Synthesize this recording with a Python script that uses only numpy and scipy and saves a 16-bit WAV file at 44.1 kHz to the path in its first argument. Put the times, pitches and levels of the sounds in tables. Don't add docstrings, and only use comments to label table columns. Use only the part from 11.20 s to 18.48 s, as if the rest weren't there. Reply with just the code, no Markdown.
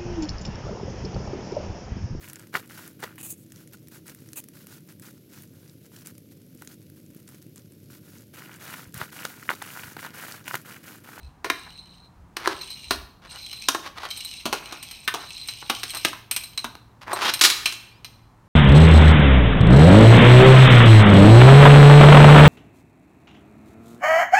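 import sys
import numpy as np
from scipy import signal
from scipy.fft import rfft, irfft
from scipy.io import wavfile
from scipy.ndimage import uniform_filter1d

SR = 44100
rng = np.random.default_rng(int(sys.argv[2]) if len(sys.argv) > 2 else 0)


def int16_out(signal):
    q = np.round(np.clip(np.atleast_2d(signal).T, -1, 1) * 32767)
    wavfile.write(sys.argv[1], SR, q.astype(np.int16))


N = 321048
TIME = np.arange(N) / SR
BINS = np.fft.rfftfreq(4096, 1 / SR)
HIT_SPAN = .02

# frequency in Hz, width in Hz, relative level in dB.
PUCK_RING = [(3986, 200, -2), (4115, 86, 1.5), (8540, 290, -17.5), (12400, 900, -47)]
PUCK_RASP = [(2360, 260, -1.5), (2894, 1100, -1.5), (4160, 770, -2.5), (5234, 300, -2), (6000, 680, -5.5),
             (8540, 620, -3), (13050, 1500, -14.5), (5500, 2400, -35.5)]
PUCK_TICK = [(8545, 600, 7.5), (12500, 1300, -6), (11100, 3100, -25.5)]


def amp(db):
    return 10 ** (np.asarray(db) / 20)


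def evened(x):
    return x / np.sqrt(np.mean(x ** 2) + 1e-20)


def read(points, hz):
    f, value = np.transpose(points)
    return np.interp(np.log(hz + 1), np.log(f), value)


def add(mix, s, sound):
    part = mix[max(round(s * SR), 0):][:len(sound)]
    part += sound[:len(part)]


def through(x, taps):
    return signal.oaconvolve(x, taps)[:len(x)]


def causal(gain):
    cepstrum = irfft(np.log(np.maximum(gain / gain.max(), 1e-4)))
    half = len(cepstrum) // 2
    cepstrum[1:half] *= 2
    cepstrum[half + 1:] = 0
    taps = irfft(np.exp(rfft(cepstrum)))[:half]
    return taps / np.linalg.norm(taps)


def spectrum_taps(points):
    return causal(amp(read(points, BINS)))


def body(modes):
    power = np.zeros(len(BINS))
    for hz, width, db in modes:
        peak = amp(db) / (1 + ((BINS - hz) / (.75 * width)) ** 2)
        radiated = BINS ** 2 / (BINS ** 2 + (.25 * hz) ** 2)
        power += (peak * radiated) ** 2
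    return causal(np.sqrt(power))


def contact(rebound, decay, chatter, bounce):
    t = np.arange(SR // 12) / SR
    rattle = rng.standard_normal(len(t)) * np.exp(-t / max(decay, 1e-4))
    force = chatter * rattle / np.linalg.norm(rattle)
    add(force, 0, np.ones(1))
    add(force, rebound, np.full(1, -bounce))
    power = uniform_filter1d(abs(rfft(force, 2 * len(BINS) - 2)) ** 2, size=40)
    return through(force, causal(power ** -.5))


def struck(force, taps, db):
    sound = through(force, taps)
    return amp(db) * np.sqrt(HIT_SPAN * SR) * sound / np.linalg.norm(sound)


def wander(step_s):
    knots = np.arange(0, N / SR + step_s, step_s)
    return np.interp(TIME, knots, rng.standard_normal(SR)[:len(knots)])


def patches(patchy_db, patch_s):
    return amp(patchy_db * wander(patch_s))


def grit(per_s, spread_db, patchy_db, patch_s):
    size = amp(spread_db * np.minimum(rng.exponential(1, N), 4)) * rng.choice([-1, 1], N)
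    met = rng.random(N) < per_s / SR
    return evened(size * met * patches(patchy_db, patch_s))


def resonate(x, hz, width):
    turn = np.exp(2j * np.pi * np.cumsum(hz) / SR)
    r = np.exp(-np.pi * width / SR)
    smooth = signal.lfilter([(1 - r) ** 2], [1, -2 * r, r * r], x / turn + 1e-18)
    return (turn * smooth).real


def blade_knocks():
    # start in seconds, rebound delay in seconds,
    # chatter time constant in seconds, thud pitch in Hz, reference for the hollow pitches in Hz,
    # thud level in dB, knock level in dB, crack level in dB.
    knocks = [(0.2454, 0.0017, .019, 348, 1670, -32.5, -33.5, -36.5),
              (0.3006, 0.0034, 0.0043, 296, 1714, -31, -23, -27.5),
              (1.168, 0.0015, 0.004, 338, 1450, -40, -38, -32.5),
              (1.259, 0.00064, 0.0018, 340, 1550, -45, -28.5, -42),
              (1.2749, 0.0011, 0.003, 363, 1340, -23.5, -24.5, -29.5),
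              (1.7089, 0.002, 0.016, 284, 1330, -28, -26, -23.5),
              (2.4857, 0.0015, 0.0055, 276, 1230, -32.5, -24, -19),
              (2.548, 0.00068, .0058, 335, 1300, -30.5, -29, -33.5),
              (2.833, 0.0017, 0.0024, 316, 1050, -51, -36.5, -49),
              (2.8528, 0.00046, .0013, 320, 1190, -49, -40, -45),
              (3.256, 0.0073, 0.016, 217, 1130, -30, -33.5, -28.5),
              (3.328, 0.0054, 0.013, 300, 1160, -28, -29.5, -26.5),
              (3.5246, 0.005, 0.011, 253, 1120, -43, -43, -39),
              (3.878, 0.0063, 0.0094, 210, 1470, -41, -25, -25),
              (3.9407, .007, 0.014, 308, 1050, -34.5, -30, -31),
              (4.4986, 0.0032, 0.0084, 245, 1100, -32.5, -27.5, -23.5),
              (4.633, 0.0058, .0083, 248, 1400, -44, -39.5, -30),
              (4.849, 0.0052, 0.006, 240, 1550, -28, -27.5, -20.5),
              (4.931, .006, 0.0051, 255, 1220, -56, -37, -44),
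              (5.444, 0.0059, 0.0078, 246, 1170, -37.5, -33, -34),
              (5.553, 0.00067, .0023, 296, 1150, -51.5, -48.5, -49),
              (5.931, 0.0021, 0.0064, 387, 980, -31, -24.5, -37)]
    # multiple of the thud pitch, width in Hz, relative level in dB.
    thud_modes = [(1, 61, 1.5), (1.35, 102, -5), (2.6, 500, -6)]
    # centre in Hz, reference width in Hz, mean relative level in dB.
    crack_modes = [(2760, 1480, 0), (3990, 700, 3), (5610, 2330, -4.5)]
    # frequency in Hz, width in Hz, relative level in dB.
    tick_modes = [(8520, 1200, -1), (11700, 2000, -5), (14300, 4800, -11.5)]
    # frequency in Hz, width in Hz, relative level in dB.
    blade_note = (1045, 98, 0.75)
    tick_db = -9.5
    out = np.zeros(N)
    tick = body(tick_modes)
    for s, rebound, decay, thud_hz, hz, thud_db, knock_db, crack_db in knocks:
        force = contact(rebound, decay, chatter=1.7, bounce=.8)
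        thud = body([(thud_hz * f, width, db) for f, width, db in thud_modes])
        hollow = body([(.84 * hz, 200, -1), (1.08 * hz, 200, 0), (1.3 * hz, 380, -3), blade_note])
        crack = body([(f * rng.uniform(.93, 1.07), .7 * width, db + rng.normal(0, 2))
                      for f, width, db in crack_modes])
        blow = struck(force, thud, thud_db) - struck(force, hollow, knock_db)
        blow += struck(force, crack, crack_db) - struck(force, tick, crack_db + tick_db)
        add(out, s, blow)
        add(out, s - .003, struck(rng.standard_normal(SR // 200), crack, crack_db - 19))
    return out


def blade_scrapes():
    # start in seconds, length in seconds, final hollow level in dB,
    # final grit level in dB, hollow swell in dB (negative: it eases off).
    strokes = [(0.462, 0.017, -45, -70, -10), (1.169, 0.16, -35.5, -38, 10),
               (2.015, 0.058, -51.5, -56.5, -2), (2.112, 0.059, -43.5, -62, 9),
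               (2.625, 0.052, -36, -38.5, 8), (2.753, 0.033, -37.5, -40, 6.5),
               (2.794, 0.071, -38, -41, 2.5), (3.342, 0.044, -51, -38, 3), (3.397, 0.18, -46, -78.5, 3),
               (3.986, 0.055, -38.5, -62, 5), (4.418, 0.0094, -37.5, -52, 1.5), (4.732, 0.039, -38, -52, 0),
               (5.808, 0.025, -41.5, -45, 3), (5.862, .07, -30, -42, 7), (5.946, 0.079, -32, -36, 4.5),
               (6.015, 0.086, -23.5, -21.5, 6)]
    # frequency in Hz, relative level in dB.
    drag_body = [(80, -29.5), (300, -6.5), (560, -6), (900, 1.5), (1100, 2), (1600, -1), (2300, -7.5),
                 (3500, -34), (8000, -42)]
    drag_grit = [(1200, -38), (2700, 1.5), (4000, 1.5), (6000, -6.5), (7500, -16.5), (9000, -15.5),
                 (12500, -20), (16000, -28)]
    touch_s, lift_s = .01, 0.0052
    bite = 1.6
    crush_db = -36
    hollow, hiss = np.zeros((2, N))
    t = np.arange(SR // 2) / SR
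    for s, length, hollow_db, grit_db, swell_db in strokes:
        touch = np.minimum(t / touch_s, 1) * np.exp(-np.maximum(t - length, 0) / lift_s)
        pressure_db = swell_db * np.minimum(t / length - 1, 0)
        add(hollow, s, touch * amp(hollow_db + pressure_db))
        add(hiss, s, touch * amp(grit_db + bite * pressure_db))
    coarse = grit(per_s=1400, spread_db=3.6, patchy_db=3, patch_s=.007)
    dense = grit(per_s=7000, spread_db=2.2, patchy_db=1.8, patch_s=.007)
    crushing = hiss / (hiss + amp(crush_db))
    grains = np.sqrt(1 - crushing) * coarse + np.sqrt(crushing) * dense
    drumming = through(grains * hollow, spectrum_taps(drag_body))
    hissing = through(grains * hiss, spectrum_taps(drag_grit))
    return drumming + hissing


def puck_runs():
    # start in seconds, end in seconds, initial rasp gain in dB,
    # initial ring gain in dB, slowing in dB per second (negative: it grows).
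    runs = [(-.02, 0.095, -64, -60.5, 41), (0.317, 0.857, -52.5, -44, 30), (1.331, 1.72, -46.5, -45.5, 8),
            (2.069, 2.47, -47, -44, 1), (2.87, 3.229, -44.5, -44, 2.5), (3.407, 3.854, -51, -52, -3),
            (3.964, 4.497, -45.5, -45, 7), (4.506, 4.9, -43.5, -52, -1), (5.157, 5.35, -47.5, -50, 59)]
    push_s, catch_s = 0.045, 0.024
    rasp, ring = np.zeros((2, N))
    for start, end, rasp_db, ring_db, slowing in runs:
        age = np.maximum(TIME - start, 0)
        pushed = np.minimum(age / push_s, 1)
        caught = np.clip(1 - (TIME - end) / catch_s, 0, 1)
        speed = pushed * caught * amp(-slowing * age)
        rasp += amp(rasp_db) * speed
        ring += amp(ring_db) * speed
    return rasp, ring


def puck_slide():
    wander_hz, wander_spread_hz, wander_width_hz, wander_db = 2950, 245, 130, -6
    skips_per_s, skip_db = 22, -18.5
    rasp, ring = puck_runs()
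    rasping = np.zeros(N)
    for hz, width, db in PUCK_RASP:
        grains = grit(per_s=800, spread_db=3.5, patchy_db=4, patch_s=.012)
        rasping += amp(db) * np.sqrt(width) * through(grains, body([(hz, width, 0)]))
    coarse = grit(per_s=190, spread_db=4.5, patchy_db=3, patch_s=.02)
    tilt_hz = wander_hz + wander_spread_hz * wander(step_s=.035)
    tilting = evened(resonate(coarse, tilt_hz, wander_width_hz))
    crackle = through(coarse, body(PUCK_RASP))
    rasping = evened(rasping) + .8 * crackle + amp(wander_db) * tilting
    rasping = signal.sosfilt(signal.butter(4, 2100, "highpass", fs=SR, output="sos"), rasping)
    fine = grit(per_s=1500, spread_db=3, patchy_db=2.5, patch_s=.015)
    fine = fine * evened(patches(patchy_db=2.5, patch_s=.04))
    skips = amp(skip_db) * grit(per_s=skips_per_s, spread_db=2, patchy_db=1, patch_s=.05)
    rasping = rasping * evened(patches(patchy_db=1.8, patch_s=.022))
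    ringing = through(fine * ring, body(PUCK_RING))
    return rasp * rasping + ringing + through(skips * rasp, body(PUCK_TICK))


def puck_wobbles():
    # start in seconds, length in seconds, initial level in dB.
    wobbles = [(3.323, 0.72, -47), (5.109, 0.2, -41)]
    out = np.zeros(N)
    for s, length, db in wobbles:
        settling = np.linspace(1, 0, int(length * SR))
        add(out, s, amp(db) * settling * rng.standard_normal(len(settling)))
    return through(out, body([(2486, 290, 0)]))


def puck_clacks():
    # start in seconds, rasp level in dB, ring level in dB, tick level in dB.
    clacks = [(1.4136, -42, -35, -50), (1.504, -46, -39, -43.5), (2.3292, -39.5, -40, -47),
              (2.905, -42, -36.5, -41), (2.973, -43, -43, -38), (3.0484, -44, -35.5, -36.5),
              (3.628, -40, -63, -39), (3.7116, -40, -50, -41), (4.1642, -67, -40, -54),
              (4.2138, -52, -37.5, -68), (4.2754, -51, -56, -41), (4.286, -33, -33, -50),
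              (4.705, -46, -38.5, -37.5), (4.7483, -35, -57, -33.5), (4.7708, -37, -38, -35.5),
              (5.1122, -27.5, -40.5, -24), (5.1638, -26.5, -48, -25.5), (5.236, -41.5, -40, -38.5),
              (5.3764, -30.5, -28, -65), (5.9338, -54, -41, -32), (6.138, -25.5, -33.5, -26),
              (6.193, -35.5, -40.5, -38.5), (6.32, -46, -31, -47), (6.4576, -22, -29, -41),
              (6.8458, -38.5, -46, -48.5)]
    # frequency in Hz, width in Hz, relative level in dB.
    slap_modes = [(270, 160, -8), (1260, 610, 0.5)]
    rebound_modes = [(2400, 160, -5), (2693, 160, 2), (3100, 160, -5)]
    slap_db = -11
    rebound_s, rebound_db = 6.459, -24
    out = np.zeros(N)
    rasp, ring, tick, slap = body(PUCK_RASP), body(PUCK_RING), body(PUCK_TICK), body(slap_modes)
    for s, rasp_db, ring_db, tick_db in clacks:
        force = contact(rebound=rng.uniform(.002, .008), decay=.01, chatter=2, bounce=.55)
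        clack = struck(force, rasp, rasp_db) + struck(force, ring, ring_db)
        clack += struck(force, tick, tick_db) + struck(force, slap, rasp_db + slap_db)
        add(out, s, clack)
    add(out, rebound_s, struck(force, body(rebound_modes), rebound_db))
    return out


def shot():
    # start in seconds, rebound delay in seconds, chatter time constant in seconds, level in dB.
    crashes = [(6.2117, 0.005, 0.017, -12), (6.238, 0.0096, 0.012, -12), (6.25, 0.0061, 0.013, -12),
               (6.301, .004, 0.012, -20.5), (6.465, 0.0066, 0.022, -30.5), (6.523, 0.0036, 0.013, -34.5)]
    # frequency in Hz, relative level in dB.
    crash_spectrum = [(60, -49), (330, -13.5), (600, -21.5), (1100, -8), (1900, -6.5), (2700, -5.5),
                      (3900, -2.5), (5200, -5), (8000, -11), (11200, -14), (16000, -25)]
    # frequency in Hz, relative level in dB, 60 dB decay time in seconds.
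    ring_modes = [(1244, -15, .4), (2285, -7, .3), (3155, -8, .25), (3945, -9, .3), (4130, -10, .3),
                  (5570, -12, .25), (6934, -10, .28)]
    out, t = np.zeros(N), np.arange(SR) / SR
    bang = spectrum_taps(crash_spectrum)
    for s, rebound, decay, db in crashes:
        add(out, s, struck(contact(rebound, decay, chatter=3.2, bounce=0.81), bang, db))
        ring = np.zeros(SR)
        for hz, mode_db, t60 in ring_modes:
            ring += amp(mode_db - 60 * t / t60) * np.sin(2 * np.pi * (hz * t + rng.random()))
        add(out, s, amp(db - 10.5) * ring)
    return out


def reverb(t60s, first_s, build_s):
    taps = rng.choice([-1., 1.], SR) * (rng.random(SR) < 3000 / SR)
    hz, t, z = signal.stft(taps, SR, nperseg=256)
    decay = amp(-60 * t / read(t60s, hz)[:, None])
    tail = signal.istft(z * decay, SR, nperseg=256)[1][:SR]
    tail *= 1 - np.exp(-np.maximum(np.arange(SR) / SR - first_s, 0) / build_s)
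    return tail / np.linalg.norm(tail)


def moving_echo(x, t60s, first_s, build_s, count=3):
    turn = TIME / .11
    out = np.zeros(N)
    away = [abs((turn - k + count / 2) % count - count / 2) for k in range(count)]
    for d in away:
        out += through(x * np.sqrt(np.maximum(1 - d, 0)), reverb(t60s, first_s, build_s))
    return out


def bird():
    out, hz = np.zeros(N), np.linspace(4050, 5600, int(.11 * SR))
    whistle = np.sin(2 * np.pi * np.cumsum(hz) / SR) * np.hanning(len(hz))
    add(out, 6.705, amp(-62) * whistle)
    return out


def street():
    # frequency in Hz, relative level in dB.
    traffic_spectrum = [(20, -37), (35, -10.5), (55, -8), (130, -9.5), (270, -17.5), (550, -26.5),
                        (950, -20.5), (1660, -31), (3000, -41), (6500, -45.5), (16000, -52.5)]
    # start in seconds, end in seconds, mean pitch in Hz, level in dB.
    hums = [(.35, 1.185, 176.4, -61.5), (3.892, 7.6, 112.8, -59.5)]
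    # start in seconds, length in seconds, level in dB.
    gusts = [(0, 0.15, -44.5), (0.949, 0.12, -52), (1.626, .28, -46.5)]
    gain = amp(read(traffic_spectrum, np.fft.rfftfreq(N, 1 / SR)))
    out = amp(-54) * evened(irfft(rfft(rng.standard_normal(N)) * gain, N))
    for start, end, hz, db in hums:
        count = int((end - start) * SR)
        waver = evened(uniform_filter1d(rng.standard_normal(2 * N), size=9000))[:count]
        tone = np.sin(2 * np.pi * np.cumsum(hz * (1 + 0.0062 * waver)) / SR)
        add(out, start, amp(db) * evened(tone * signal.windows.tukey(count, .3)))
    for s, length, db in gusts:
        count = int(length * SR)
        puff = through(rng.standard_normal(SR), body([(58.0, 25, 0)]))[-count:]
        add(out, s, amp(db) * evened(puff * np.hanning(count)))
    return out


def scene():
    # frequency in Hz, 60 dB decay time in seconds.
    yard_t60s = [(200, 0.48), (4000, 0.51), (9000, 0.4), (16000, 0.63)]
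    garage_t60s = [(200, 0.96), (3500, 0.66), (7000, 0.54), (16000, 0.62)]
    play = blade_knocks() + blade_scrapes() + puck_slide() + puck_wobbles() + puck_clacks() + shot()
    near = moving_echo(play, [(200, 0.096), (12000, 0.073)], first_s=.003, build_s=.022, count=4)
    yard = moving_echo(play, yard_t60s, first_s=.008, build_s=.004, count=4)
    by_garage = np.interp(TIME, [6.15, 6.21], [0, 1])
    garage = moving_echo(play * by_garage, garage_t60s, first_s=0.004, build_s=0.0092)
    echoes = amp(-12.0) * near + amp(-11.0) * yard + amp(-13) * garage
    return (play + echoes + street() + bird())[None]


def record(dry):
    edge_hz = 15950
    rounded = dry / (1 + dry ** 6) ** (1 / 6)
    low_pass = signal.firwin(401, edge_hz, window=("kaiser", 9), fs=SR)
    return signal.oaconvolve(rounded, low_pass[None], "same")


dry = scene()
out = record(dry)
int16_out(out)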